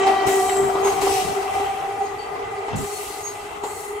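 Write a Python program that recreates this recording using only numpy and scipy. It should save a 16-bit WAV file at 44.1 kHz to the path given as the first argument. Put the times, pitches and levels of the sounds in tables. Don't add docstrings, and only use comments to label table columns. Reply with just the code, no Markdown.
import sys
import numpy as np
from scipy import signal
from scipy.io import wavfile
from scipy.ndimage import uniform_filter1d

SR = 44100
rng = np.random.default_rng(int(sys.argv[2]) if len(sys.argv) > 2 else 0)


def unload_audio(sound):
    columns = np.transpose(np.atleast_2d(sound))
    steps = np.round(np.clip(columns, -1, 1) * 32767)
    wavfile.write(sys.argv[1], SR, steps.astype(np.int16))


N = 176400
T = np.arange(N) / SR
BAND_EDGES_HZ = 20 * 2 ** (np.arange(30) / 3)

# time in seconds, tooth rate in Hz.
MESH_HZ = [(0, 389), (.45, 389), (.7, 392), (1.2, 391.5), (1.7, 392.5), (4, 398.5)]
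# time in seconds, level in dB.
FUNDAMENTAL_DB = [(0, -22), (.1, -25.5), (.16, -26.5), (.24, -26.5), (.3, -20.5), (.41, -19.5),
                  (.47, -35.5), (.6, -17.5), (.7, -25.5), (.76, -22.5), (.86, -21), (.92, -28),
                  (1.0, -29.5), (1.04, -19), (1.17, -25), (1.27, -44), (1.38, -25), (1.48, -41), (2.2, -55),
                  (4, -90)]
OCTAVE_DB = [(0, -40), (.08, -14.5), (.2, -25.5), (.42, -25.5), (.6, -29), (.75, -54.5), (.88, -25),
             (1.0, -27), (1.35, -31), (1.48, -33), (1.6, -22.5), (1.75, -31), (2.02, -24.5), (2.16, -57),
             (4, -70)]
# multiple of the tooth rate, initial level in dB.
OVERTONES = [(3, -31.5), (4, -45), (5, -32.5), (6, -43), (8, -38.5), (10, -46.5)]
# initial pitch in Hz, width in Hz, initial level in dB, fade in dB/s,
# left-right correlation, direct share of power.
FAR_GEARS = [(398.5, 18.4, -30.5, 1.5, 0.91, 0.39), (445.4, 10.7, -36, 3, 0.85, 0.028),
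             (740.8, 16, -21, 6.5, 0.25, 0.14), (793.5, 31.6, -30.5, 2, 0.098, 0),
             (998, 24, -36, 22, .2, 0), (1188.5, 41, -38.5, 1.5, 0.12, 0), (1958, 77, -40.5, 1.5, 0.16, 0),
             (2314, 88, -39.5, 6, 0.18, 0.13), (3160, 26, -41.5, 13, 0.23, 0.27)]
# time in seconds, gain in dB.
FAR_SWELL_DB = [(0, -3), (.9, -2), (1.2, 2), (1.47, -3), (1.58, 4), (1.75, -3.5), (2.0, 0), (2.22, -2),
                (2.38, 1.5), (2.6, 2), (2.78, 0.5), (3.0, -0.5), (3.55, -3.5), (3.66, 0.5), (4, 2.5)]

# time in seconds, level in dB.
ROAR_DB = [(0, -26.5), (.3, -28.5), (.42, -31.5), (.65, -28.5), (.85, -28), (1.1, -33.5), (1.3, -30.5),
           (1.6, -32.5), (1.95, -34), (2.2, -36), (2.4, -36), (2.75, -34.5), (2.9, -40), (3.5, -36.5),
           (4, -40.5)]
GRIND_DB = [(0, -35.5), (.3, -38), (.6, -51), (.95, -39.5), (1.15, -43), (1.35, -41), (1.6, -37),
            (1.9, -44), (2.35, -49.5), (2.7, -42), (3.1, -44.5), (4, -48.5)]
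HISS_DB = [(0, -39), (.8, -47.5), (1.5, -49.5), (2.3, -53.5), (2.48, -53.5), (2.58, -46), (2.72, -50.5),
           (3.5, -50), (4, -64)]
RUMBLE_DB = [(0, -49), (.7, -42), (1.3, -39.5), (1.6, -45.5), (2.4, -46.5), (3.2, -48), (4, -48.5)]
# frequency in Hz, relative density in dB.
ROAR_SPECTRUM = [(200, -12.5), (310, -10.5), (430, -2.5), (540, -20.5), (680, 5.5), (870, -1), (1050, 2.5),
                 (1300, -5), (1600, -9), (2100, -15), (3000, -18), (4500, -28.5)]
GRIND_SPECTRUM = [(1700, -2.5), (2300, 8), (3100, 7.5), (3800, -6), (5000, -22)]
HISS_SPECTRUM = [(3800, -1.5), (4300, 2.5), (5000, -1), (6000, -5), (7500, -1.5), (11000, -21),
                 (15500, -23)]
RUMBLE_SPECTRUM = [(20, -8), (35, -1.5), (55, -1), (100, 4), (150, -4.5), (220, -11.5), (330, 2.5),
                   (600, -21)]
KNOCK_SPECTRUM = [(200, -10.5), (420, 17.5), (550, -16), (850, 10.5), (1150, 11), (1700, -10), (3000, -5.5)]
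CLANK_SPECTRUM = [(1500, 17), (2200, 9), (3200, 7), (5400, -4), (7000, 2), (12000, -24)]
RAIL_HISS_SPECTRUM = [(4500, -2), (5600, -6), (6700, 2.5), (8000, 7), (9500, 0.5), (11500, -1.5),
                      (14000, -6), (15500, -10)]
RAIL_BODY_SPECTRUM = [(2000, -3), (2800, -2), (4100, -4.5), (4900, -7), (5600, -2), (7000, -9)]
WIND_SPECTRUM = [(25, -5), (70, -4), (140, 3.5), (230, 1), (400, -10.5), (900, -16)]
# frequency in Hz, left-right correlation.
TRAIN_CORR = [(30, 0.73), (100, 0.83), (200, 0.66), (400, 0.87), (550, 1), (750, 0.19), (1000, 0.054),
              (3000, 0.2), (7000, 0.3), (14000, 0.13)]
WIND_CORR = [(50, 0.97), (170, 0.21)]

# pitch in Hz, width in Hz, initial level in dB, fade in dB/s.
BODY_BOOM = (305, 67, -36.5, 12.5)
# pitch in Hz, width in Hz.
BODY_THUD = (320, 62)
# start in seconds, knock in dB, clank and thud in dB relative to it.
JOINT_HITS = [(0.067, -26, -1.5, -10), (0.233, -29.5, -16, -7), (0.27, -28, 2, 1.5), (0.493, -37.5, 9, -23),
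              (0.751, -28.5, -25, -6), (0.847, -25, -9, -17), (0.871, -26, -7, -14), (1.015, -27, -6.5, -8),
              (1.067, -26, -19, -10), (1.539, -33, -16, -10), (1.596, -33.5, -16, -14),
              (2.349, -34.5, -13.5, -16), (2.681, -33.5, -6, -17), (3.636, -30.5, -11, -20)]
# pitch in Hz, width in Hz, relative level in dB.
KNOCK_MODES = [(405.6, 23, -0.5), (803, 190, 2)]
RAIL_MODES = [(3940, 180, -14), (4350, 65, -14), (5380, 110, -16.5), (6060, 57, -13.5), (7170, 60, -18),
              (7790, 77, -11.5), (8240, 280, -9), (9400, 31, -13), (11000, 130, -17), (14650, 90, -19)]
# start in seconds, crack in dB, swell in dB, time to peak in
# seconds, swell fade in dB/s, lower ringing in relative dB, zing in dB, pan in dB.
RAIL_STRIKES = [(0.059, -41.5, -53.5, 0.094, 31, 3, -55, 1),
                (0.262, -31.5, -33.5, 0.095, 37.5, -7.5, -38, 1.3),
                (0.839, -36, -41, 0.07, 11, -3.5, -49, 0.8), (1.008, -35.5, -33, 0.12, 80, 2, -39, 2),
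                (1.53, -43.5, -57, 0.068, 64, 4, -58, 1), (2.754, -44.5, -36.5, 0.22, 33.5, -7.5, -39, 1),
                (3.63, -48, -40.5, 0.16, 86, -20, -41, 1)]
# peak time, rise and ring-out in seconds, pitch and width in Hz, level in dB.
SQUEAKS = [(0.57, 0.13, 0.089, 7830, 120, -37.5), (0.57, 0.055, 0.083, 7620, 90, -33),
           (0.885, 0.039, 0.06, 6530, 17, -33.5), (2.075, 0.036, 0.055, 6580, 70, -49),
           (2.205, .012, 0.056, 4570, 88, -44), (3.275, 0.02, 0.019, 6555, 15, -26)]
# centre in seconds, half length in seconds, level in dB.
BUFFETS = [(0.274, 0.011, -30.5), (0.649, 0.037, -33.5), (1.02, 0.052, -39.5), (1.273, 0.037, -35),
           (2.749, 0.022, -26.5), (2.808, 0.027, -28)]


def near_gears():
    hz = in_time(MESH_HZ) * (1 + .003115 * drift(5.51))
    scatter_hz, fade_db_per_s = 21.6, 16.5
    fundamental = tone(hz, scatter_hz, corr=1, direct=.95, lead_rad=.39) * pan(.5)
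    octave = tone(2 * hz, scatter_hz, corr=.14, direct=.61, lead_rad=.22) * pan(.34)
    whine = from_db(in_time(FUNDAMENTAL_DB)) * fundamental + from_db(in_time(OCTAVE_DB)) * octave
    for multiple, db in OVERTONES:
        gain = from_db(db - fade_db_per_s * T) * flicker() * pan(.69)
        whine += gain * tone(multiple * hz, scatter_hz, corr=.1, direct=.61, lead_rad=.33)
    return whine


def far_gears():
    hum, rise = 0, 1 + .009 * T
    for hz, width_hz, db, fade_db_per_s, corr, direct in FAR_GEARS:
        hum += from_db(db - fade_db_per_s * T) * tone(hz * rise, width_hz, corr, direct)
    return hum * from_db(in_time(FAR_SWELL_DB)) * pan(.4)


def wheels():
    roar = from_db(in_time(ROAR_DB) - .5) * noise(ROAR_SPECTRUM, flicker_db=1.8) * pan(2.5)
    grind = steel(noise(GRIND_SPECTRUM, flicker_db=2.5), ring_db=-3.5, span_hz=(1937, 4160), modes=9)
    grind *= from_db(in_time(GRIND_DB)) * pan(.29)
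    hiss = from_db(in_time(HISS_DB)) * noise(HISS_SPECTRUM, flicker_db=4.6) * pan(.46)
    rumble = from_db(in_time(RUMBLE_DB)) * noise(RUMBLE_SPECTRUM, flicker_db=4.5)
    rolling = (roar + grind) * bogie_rattle()
    hz, width_hz, db, fade_db_per_s = BODY_BOOM
    boom = from_db(db - fade_db_per_s * T) * tone(hz, width_hz, corr=1)
    return rolling + hiss + rumble + boom


def bogie_rattle(knocks_per_s=37, ring_s=.011):
    knocks = (rng.random(N) < knocks_per_s / SR) * np.minimum(rng.exponential(1, N), 3)
    decays = signal.lfilter([1], [1, -np.exp(-1 / (ring_s * SR))], knocks)
    return rms_one(1 + .24 * uniform_filter1d(decays, size=90))


def clatter(attack_s=.0015):
    knock_power = clank_gain = thud_gain = 0
    for start_s, db, clank_db, thud_db in JOINT_HITS:
        hit = from_db(db) * blow(start_s, attack_s, fade_db_per_s=231)
        tail = from_db(db - 16.5) * blow(start_s, attack_s, fade_db_per_s=75)
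        knock_power += hit ** 2 + tail ** 2
        clank_gain += from_db(clank_db) * hit
        thud_gain += from_db(thud_db) * hit
    clank = steel(noise(CLANK_SPECTRUM, flicker_db=.5), ring_db=1, span_hz=(1813, 6150), modes=14)
    knock = noise(KNOCK_SPECTRUM, flicker_db=2)
    knock += sum(from_db(db) * tone(hz, width_hz, corr=1) for hz, width_hz, db in KNOCK_MODES)
    thud = tone(*BODY_THUD, corr=1, direct=.41)
    return (np.sqrt(knock_power) * knock + clank_gain * clank + thud_gain * thud) * pan(.98)


def rails(attack_s=.0082, rounding_s=.1, zing_rise_hz_per_s=7000):
    hiss_power = body_power = zing_gain = zing_age_s = 0
    for start_s, crack_db, swell_db, peak_s, fade_db_per_s, body_db, zing_db, pan_db in RAIL_STRIKES:
        past_peak_s = T - start_s - peak_s
        rise_db = 6 * past_peak_s / peak_s
        fall_db = -fade_db_per_s * (np.hypot(past_peak_s, rounding_s) - rounding_s)
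        shape_db = np.where(past_peak_s < 0, rise_db, fall_db)
        swell = from_db(swell_db + shape_db) * blow(start_s, attack_s, fade_db_per_s=0)
        crack = from_db(crack_db) * blow(start_s, attack_s, fade_db_per_s=87)
        power = (swell ** 2 + crack ** 2) * pan(pan_db) ** 2
        hiss_power += power
        body_power += power * from_db(body_db) ** 2
        zing_gain += from_db(zing_db) * blow(start_s, attack_s, fade_db_per_s=54)
        zing_age_s = np.where(T > start_s, T - start_s, zing_age_s)
    hiss = noise(RAIL_HISS_SPECTRUM, flicker_db=1.2)
    hiss = steel(hiss, ring_db=-4.5, span_hz=(5850, 15530), modes=80)
    for hz, width_hz, db in RAIL_MODES:
        hiss += from_db(db) * flicker() * tone(hz * (1 + .006 * drift(5)), width_hz, corr=.12)
    body = noise(RAIL_BODY_SPECTRUM, flicker_db=1.2)
    body = steel(body, ring_db=-3.5, span_hz=(2359, 6320), modes=18)
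    zing = zing_gain * tone(7120 + zing_rise_hz_per_s * zing_age_s, width_hz=410, corr=.42)
    grit = from_db(.64 * drift(190))
    return (np.sqrt(hiss_power) * hiss + np.sqrt(body_power) * body + zing) * grit


def flanges():
    squeaks = 0
    for peak_s, rise_s, ring_s, hz, width_hz, db in SQUEAKS:
        shape = np.where(T < peak_s, bump(peak_s, rise_s), np.exp(-np.abs(T - peak_s) / ring_s))
        squeaks += from_db(db) * shape * tone(hz, width_hz, corr=0, direct=.6, lead_rad=1.3)
    roughness = from_db(drift(180))
    return squeaks * roughness * pan(2.4)


def wind():
    gusts = sum(from_db(db) * bump(centre_s, half_s) for centre_s, half_s, db in BUFFETS)
    return gusts * noise(WIND_SPECTRUM, flicker_db=1, corr_curve=WIND_CORR) * pan(-.77)


def steel(x, ring_db, span_hz, modes, width_hz=20):
    low_hz, high_hz = span_hz
    r, rings = np.exp(-np.pi * width_hz / SR), 0
    for k, (place, strength) in enumerate(rng.random((modes, 2))):
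        hz = low_hz + (high_hz - low_hz) * (k + place) / modes
        feedback = [1, -2 * r * np.cos(2 * np.pi * hz / SR), r * r]
        rings += (.5 + strength) * signal.lfilter([1, 0, -1], feedback, x)
    return rms_one(x + from_db(ring_db) * rms_one(rings))


def tone(hz, width_hz, corr, direct=0, lead_rad=0):
    mid, side = [rms_one(drift(width_hz) + 1j * drift(width_hz)) for _ in range(2)]
    phase = 2 * np.pi * (np.cumsum(hz * np.ones(N)) / SR + rng.random())
    straight = np.sqrt(direct) * np.exp(.5j * lead_rad * np.array([[1], [-1]]))
    scattered = np.sqrt(1 - direct) * stereo(mid, side, corr)
    return rms_one(np.real((straight + scattered) * np.exp(1j * phase)))


def noise(spectrum, flicker_db, corr_curve=TRAIN_CORR):
    bands, white = 0, rng.standard_normal((2, 2, N))
    first_hz, last_hz = spectrum[0][0], spectrum[-1][0]
    for k, (low_hz, high_hz) in enumerate(zip(BAND_EDGES_HZ, BAND_EDGES_HZ[1:])):
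        hz = np.sqrt(low_hz * high_hz)
        if first_hz / 2 < hz < last_hz * 2:
            bandpass = signal.butter(2, [low_hz, high_hz], "band", fs=SR, output="sos")
            mid, side = signal.sosfilt(bandpass, white[k % 2])
            skirt = min(1, hz / first_hz, last_hz / hz) ** 2
            db = at_hz(spectrum, hz) + flicker_db * np.clip(drift(10.6), -2, 2)
            bands += skirt * from_db(db) * stereo(mid, side, at_hz(corr_curve, hz))
    return rms_one(bands)


def flicker(depth_db=3, rate_hz=5):
    return rms_one(from_db(depth_db * np.clip(drift(rate_hz), -2, 2)))


def drift(rate_hz):
    step, settle = 20, 2000
    r = np.exp(-2 * np.pi * rate_hz * step / SR)
    white = rng.standard_normal(N // step + settle + 2)
    slow = signal.lfilter([1], [1, -2 * r, r * r], white)[settle:]
    return np.interp(np.arange(N) / step, np.arange(len(slow)), rms_one(slow))


def blow(start_s, attack_s, fade_db_per_s):
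    age_s = np.maximum(T - start_s, 0)
    return np.minimum(age_s / attack_s, 1) * from_db(-fade_db_per_s * age_s)


def bump(centre_s, half_s):
    return np.exp(-.5 * ((T - centre_s) / half_s) ** 2)


def stereo(mid, side, corr):
    corr = np.clip(corr, -.99, .99)
    return np.sqrt((1 + corr) / 2) * mid + np.sqrt((1 - corr) / 2) * side * np.array([[1], [-1]])


def pan(db):
    return from_db(db * np.array([[1], [-1]]))


def in_time(rows):
    return np.interp(T, *np.transpose(rows))


def at_hz(rows, hz):
    row_hz, values = np.transpose(rows)
    return np.interp(np.log(hz), np.log(row_hz), values)


def from_db(db):
    return 10 ** (np.asarray(db) / 20)


def rms_one(x):
    return x / np.sqrt(np.mean(np.abs(x) ** 2) + 1e-20)


def scene():
    return near_gears() + far_gears() + wheels() + clatter() + rails() + flanges() + wind()


def record(dry):
    cutoff_hz = 15750
    return signal.sosfilt(signal.ellip(12, .1, 90, cutoff_hz, fs=SR, output="sos"), dry)


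dry = scene()
out = record(dry)
unload_audio(out)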